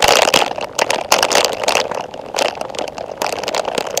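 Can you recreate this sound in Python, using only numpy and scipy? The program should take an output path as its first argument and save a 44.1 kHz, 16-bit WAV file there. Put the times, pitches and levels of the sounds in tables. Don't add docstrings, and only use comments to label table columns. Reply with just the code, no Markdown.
import sys
import numpy as np
from scipy import signal
from scipy.io import wavfile
from scipy.ndimage import uniform_filter1d

SR = 44100
rng = np.random.default_rng(int(sys.argv[2]) if len(sys.argv) > 2 else 0)


def store_wav(level_fs):
    pcm = np.round(np.clip(np.atleast_2d(level_fs), -1, 1) * 32767)
    wavfile.write(sys.argv[1], SR, pcm.T.astype(np.int16))


N = 176400
AGE = np.arange(2400) / SR - .008
IMPACT = np.arange(2400) == 353
LIGHT_DB = -20

# pitch in Hz, strength in dB, time to fade by 60 dB in seconds.
RINGING_PARTS = [(815, -3, 0.0078), (1546, -1.5, 0.0046), (1840, 0.5, 0.0029), (2730, -2.5, 0.0082),
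                 (3110, -5.5, 0.0056), (4790, -2, 0.0024), (6330, -3, 0.002), (8210, -6, 0.00067),
                 (12200, -12.5, 0.00033)]
PART_DETUNE_OCT = .045


def ring_parts(force, vary_db):
    return ring(force, RINGING_PARTS, vary_db, PART_DETUNE_OCT)


LEAD_IN_S, LEAD_IN_DB = 0.005, -24
CLACK_SCATTER_S, CRACK_DB = 0.00062, 12
HARD_DB = -6.5
BOUNCE_S, BOUNCE_DB = 0.0029, -13.5
AFTER_S, AFTER_DB = .008, -30
BRIGHT_HZ = 4280


def clack_sounds(db, bright_db):
    scatter_s = CLACK_SCATTER_S * from_db(np.maximum(db - HARD_DB, 0))[:, None]
    scatter = np.exp(-abs(AGE) / scatter_s)
    since_bounce = AGE - BOUNCE_S * (.5 + rng.random((len(db), 1)))
    bounce = from_db(BOUNCE_DB) * np.exp(-abs(since_bounce) / CLACK_SCATTER_S)
    after = from_db(AFTER_DB) * np.exp(-AGE / AFTER_S)
    lead_in = from_db(LEAD_IN_DB) * np.exp(-abs(AGE) / LEAD_IN_S)
    envelope = np.where(AGE < 0, lead_in, scatter + bounce + after)
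    force = envelope * rng.standard_normal(envelope.shape) + from_db(CRACK_DB) * IMPACT
    sound = ring_parts(force, vary_db=2.5)
    low = peak_one(band(sound, BRIGHT_HZ, "low", order=3), size=176)
    high = peak_one(band(sound, BRIGHT_HZ, "high", order=3), size=176)
    return peak_one(low + from_db(bright_db)[:, None] * high, size=176)


CLACK_DB = -0.5
ANSWER_DB, ANSWER_LAG_S = -17, 0.00202
ANSWER_GROWTH = 0.46
# time in seconds, level in dB before CLACK_DB, brightness in dB (treble against the rest).
PART_STRIKES = [(0.025, -5.5, -3), (0.0426, -2.5, -5), (0.054, -18, -20), (0.081, -5.5, 2),
                (0.0905, -5, -6.5), (0.1072, -3.5, -12), (0.1222, -5, 1), (0.1349, -10, -15),
                (0.1556, -4, -2), (0.1697, -5.5, -4), (0.1877, -10.5, -5), (0.22, -2.5, -9.5),
                (0.2307, -9, -9), (0.2509, -9, -6.5), (0.2753, -13, -1), (0.287, -10, 0), (0.302, -25, -1),
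                (0.3395, -0.5, -7), (0.3601, -2, -3), (0.3726, -5.5, -13), (0.39, -12, 0),
                (0.4032, -13, -14), (0.463, -16, -10), (0.611, -19.5, -8.5), (0.6255, -20.5, -32),
                (0.6437, -19.5, -11), (0.7904, -8.5, 1), (0.8147, -14, -5), (0.881, -39, -6),
                (0.9057, -6, 1), (0.945, -16.5, -3), (1.012, -19.5, -9), (1.047, -28, -11),
                (1.1216, 4, -1.5), (1.135, -11.5, -5), (1.1408, -5, -2), (1.1646, -15.5, -1),
                (1.1852, -19, 13), (1.2271, -3, 0), (1.25, -10, -8), (1.305, -16, -11), (1.3171, -10.5, 4),
                (1.328, -11, 6), (1.3372, -19, -7), (1.3532, -3, -6.5), (1.3716, -10.5, 5),
                (1.382, -3.5, -3), (1.4076, -10, 3), (1.4458, -4.5, 10.5), (1.5314, -19, 2),
                (1.598, -25, -5), (1.6364, -13.5, -12), (1.6821, -10, 1), (1.6923, -9.5, 2),
                (1.7067, -15, -16), (1.7218, -10, -4), (1.7529, -6, -5), (1.7694, -6.5, -12.5),
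                (1.8017, -14, -2.5), (1.8131, -16.5, -7), (1.947, -25, 2), (2.0073, -24.5, -6),
                (2.04, -28.5, -10), (2.1397, -27, -6), (2.3644, -21, -8), (2.3892, -9.5, 9),
                (2.4108, -28, 18), (2.4226, -12, -3), (2.4577, -13, -18), (2.483, -13.5, -11.5),
                (2.612, -23, 1), (2.7, -26.5, -14), (2.7485, -24, -7), (2.7864, -15.5, -1.5),
                (2.821, -27, -10), (2.879, -21.5, -1), (2.9816, -22, -5.5), (3.2183, -16, 21),
                (3.2444, -13.5, -15), (3.2649, -13.5, -4), (3.293, -20.5, -1), (3.325, -16.5, 0),
                (3.356, -27, -15), (3.3864, -21.5, -4), (3.436, -19, 2), (3.48, -14.5, 6),
                (3.4896, -16.5, -5), (3.5467, -14.5, -1), (3.5649, -14, -26), (3.5782, -13.5, -2),
                (3.5956, -19.5, 0), (3.651, -23.5, -16), (3.685, -24, -17), (3.749, -18.5, -14),
                (3.7796, -13.5, 2.5), (3.8077, -16.5, -3), (3.842, -30, -12), (3.8693, -23, -6.5),
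                (3.907, -24.5, -2), (3.9751, -7.5, 31)]


def clacks():
    s, db, bright_db = np.transpose(PART_STRIKES)
    hits = place(s, db + CLACK_DB, clack_sounds(db, bright_db))
    answer_db = ANSWER_DB + ANSWER_GROWTH * (db - LIGHT_DB)
    return hits + place(s + ANSWER_LAG_S, answer_db + KNOCK_DB, knock_sounds(len(s)))


CHATTER_PER_S, CHATTER_BRIGHT_DB = 190, -9
# start in seconds, length in seconds, middle level in dB.
CHATTER_STRETCHES = [(.05, 0.15, -24), (.345, .09, -25.5), (1.125, 0.047, -24), (1.35, 0.053, -20),
                     (1.68, .13, -32), (2.378, 0.049, -23.5)]


def chatter():
    contacts = []
    for start, length, db in CHATTER_STRETCHES:
        for t in np.arange(start, start + length, 1 / CHATTER_PER_S):
            contacts.append((t, db))
    s, db = np.transpose(contacts)
    late, strength = rng.uniform(-1, 1, (len(s), 2)).T
    s = s + .5 * late / CHATTER_PER_S
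    db = db + 5 * strength
    return place(s, db, clack_sounds(db, np.full(len(s), CHATTER_BRIGHT_DB)))


KNOCK_SPREAD_S, KNOCK_CORE_DB = 0.0018, 15.5
KNOCK_LOW_CUT_HZ, KNOCK_SOFT_HZ = 152, 1530
KNOCK_DETUNE_OCT = .04
# pitch in Hz, strength in dB, time to fade by 60 dB in seconds.
RINGING_HOUSING = [(245, -15, 0.0084), (380, -11, 0.012), (513.3, -1, 0.014), (630.5, 0.5, 0.011),
                   (849, -8.5, 0.014)]


def knock_sounds(count):
    force = push(count, KNOCK_SPREAD_S) + from_db(KNOCK_CORE_DB) * IMPACT
    rung = ring(force, RINGING_HOUSING, vary_db=3, detune_oct=KNOCK_DETUNE_OCT)
    sound = band(rung, [KNOCK_LOW_CUT_HZ, KNOCK_SOFT_HZ], "band")
    direction = rng.choice([-1, 1], (count, 1))
    return direction * peak_one(sound, size=265)


KNOCK_DB = -3.5
KNOCK_BUZZ_DB, KNOCK_BUZZ_GROWTH = -22, 0.9
BUZZ_S, BUZZ_DULL_HZ = 0.0063, 1900
BUZZ_LEAD_S = 0.001453
# time in seconds, level in dB before KNOCK_DB.
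HOUSING_KNOCKS = [(0.191, -5.5), (.277, -7), (.421, -6), (0.478, -14.5), (.513, -12), (.582, -14),
                  (.634, -14.5), (.819, -4), (.932, -9), (.987, -12), (1.396, -7.5), (1.43, -12),
                  (1.47, -15), (1.498, -13.5), (1.589, -23), (1.682, -7), (1.791, -11), (1.854, -14.5),
                  (1.916, -12), (1.95, -14), (1.975, -13.5), (1.998, -14.5), (2.195, -18.5), (2.346, -14.5),
                  (2.367, -13.5), (2.412, -8), (2.417, -7.5), (2.448, -9), (2.469, -14.5), (2.574, -19.5),
                  (2.614, -11.5), (2.651, -18), (2.811, -13), (2.84, -14), (3.009, -15), (3.041, -20.5),
                  (3.094, -19), (3.116, -15.5), (3.219, -9.5), (3.379, -19), (3.539, -16.5), (3.596, -9.5),
                  (3.679, -12), (3.716, -14), (3.782, -10), (3.942, -15.5)]


def knocks():
    s, db = np.transpose(HOUSING_KNOCKS)
    hollow = place(s, db + KNOCK_DB, knock_sounds(len(s)))
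    buzz_force = (AGE > 0) * push(len(s), BUZZ_S)
    buzz = band(ring_parts(buzz_force, vary_db=5.5), BUZZ_DULL_HZ, "low", order=1)
    buzz_db = db + KNOCK_BUZZ_DB + KNOCK_BUZZ_GROWTH * (db - LIGHT_DB)
    return hollow + place(s - BUZZ_LEAD_S, buzz_db, peak_one(buzz, size=265))


THUD_S, THUD_LOW_CUT_HZ = 0.00043, 35
# time in seconds, level in dB.
LOW_THUDS = [(0.043, -17), (.35, -31)]


def low_thuds():
    s, db = np.transpose(LOW_THUDS)
    bump = np.exp(-abs(AGE) / THUD_S)
    thud = peak_one(band(bump, THUD_LOW_CUT_HZ, "high"), size=600)
    return place(s, db, [thud] * len(s))


# time in seconds, strength in dB; the layers below add their own offsets.
GROUND_SHAKE = [(0, -16.5), (.06, -14.5), (.24, -19), (.31, -24), (.38, -17.5), (.58, -28), (.66, -30),
                (.77, -30.5), (.83, -20), (.96, -20), (1.08, -30), (1.15, -16), (1.38, -18), (1.57, -23),
                (1.74, -19), (2.08, -30), (2.31, -27), (2.42, -24), (2.55, -27), (3.17, -29), (3.26, -23),
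                (4, -24.5)]


def ground_shake_db(s):
    return np.interp(s, *np.transpose(GROUND_SHAKE))


def small_jolts(rate, spread_db):
    count = int(rate * N / SR)
    s = (np.arange(count) + rng.random(count)) / rate
    chance = np.clip(rng.standard_normal(count), -2, 2)
    return s, ground_shake_db(s) + spread_db * chance


SMALL_KNOCKS_PER_S, SMALL_KNOCK_DB = 58, -0.5
SMALL_TICKS_PER_S, SMALL_TICK_DB, SMALL_TICK_BRIGHT_DB = 70, -7.5, -10.5
TICK_GROWTH = 1


def small_rattle():
    s, db = small_jolts(SMALL_KNOCKS_PER_S, spread_db=2.0)
    hollow = place(s, db + SMALL_KNOCK_DB, knock_sounds(len(s)))
    s, db = small_jolts(SMALL_TICKS_PER_S, spread_db=3.5)
    db = db + SMALL_TICK_DB + TICK_GROWTH * (db - LIGHT_DB)
    ticks = place(s, db, clack_sounds(db, np.full(len(s), SMALL_TICK_BRIGHT_DB)))
    return hollow + ticks


TYRE_DB, TYRE_PATCHY_DB = -31, 2
# pitch in Hz, relative strength in dB per Hz.
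TYRE_TONE = [(40, -29), (300, -3.5), (580, 8), (1300, -18), (2750, -15), (6200, -32.5), (15000, -41)]


def tyres():
    shake_db = ground_shake_db(np.arange(N) / SR) - LIGHT_DB
    return from_db(TYRE_DB + shake_db) * coloured_noise(TYRE_TONE, TYRE_PATCHY_DB)


WIND_DB = -39.5
# pitch in Hz, relative strength in dB per Hz.
WIND_TONE = [(25, -8), (120, 3), (600, 0), (1500, -38), (5500, -30), (15000, -47)]


def wind():
    return from_db(WIND_DB) * coloured_noise(WIND_TONE, patchy_db=-2.0)


def from_db(db):
    return 10 ** (np.asarray(db) / 20)


def rms_one(x):
    return x / np.sqrt(np.mean(x ** 2) + 1e-20)


def peak_one(x, size):
    power = uniform_filter1d(x ** 2, size, axis=-1)
    return x / np.sqrt(power.max(-1, keepdims=True) + 1e-20)


def band(x, hz, kind, order=2):
    return signal.sosfilt(signal.butter(order, hz, kind, fs=SR, output="sos"), x)


def push(count, spread_s):
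    return np.exp(-abs(AGE) / spread_s) * rng.standard_normal((count, len(AGE)))


def ring(force, modes, vary_db, detune_oct):
    out = np.zeros(force.shape)
    chances = rng.standard_normal((len(force), len(modes), 2))
    for row, chance in enumerate(chances):
        for k, (hz, db, t60) in enumerate(modes):
            pitch_hz = min(hz * 2 ** (detune_oct * chance[k, 0]), CUTOFF_HZ)
            w = 2 * np.pi * pitch_hz / SR
            r = from_db(-60 / (t60 * SR))
            gain = (-1) ** k * from_db(db + vary_db * chance[k, 1])
            resonance = [1, -2 * r * np.cos(w), r * r]
            out[row] += gain * signal.lfilter([1, 0, -1], resonance, force[row] + 1e-18)
    return out


def place(times, db, sounds):
    out = np.zeros(N + SR)
    for s, gain, sound in zip(times, from_db(db), sounds):
        i = max(int(s * SR), 0)
        out[i:i + len(sound)] += gain * sound
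    return out[int(-AGE[0] * SR):][:N]


def drift(rate):
    r = np.exp(-80 * np.pi * rate / SR)
    noise = rng.standard_normal(N // 40 + 2002)
    slow = signal.lfilter([1], [1, -2 * r, r * r], noise)[2000:]
    return np.interp(np.arange(N) / 40, np.arange(len(slow)), rms_one(slow))


def coloured_noise(spectrum, patchy_db):
    edges = 20 * 2 ** np.arange(0, 10, .5)
    hz, db = np.transpose(spectrum)
    white = rng.standard_normal((2, N))
    together = drift(19)
    out = 0
    for k, (low, high) in enumerate(zip(edges, edges[1:])):
        tone_db = np.interp(np.log(low * high) / 2, np.log(hz), db)
        flicker_db = patchy_db * (together + drift(4.2)) / 2
        out = out + from_db(tone_db + flicker_db) * band(white[k % 2], [low, high], "band")
    return rms_one(out)


def scene():
    parts = clacks() + chatter()
    blows = knocks() + low_thuds() + small_rattle()
    background = tyres() + wind()
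    return np.tile(parts + blows + background, (2, 1))


OVERLOAD = 1.0
CUTOFF_HZ = 15700


def record(dry):
    flattened = dry / (1 + (dry / OVERLOAD) ** 6) ** (1 / 6)
    return signal.sosfiltfilt(signal.butter(12, CUTOFF_HZ, fs=SR, output="sos"), flattened)


dry = scene()
out = record(dry)
store_wav(out)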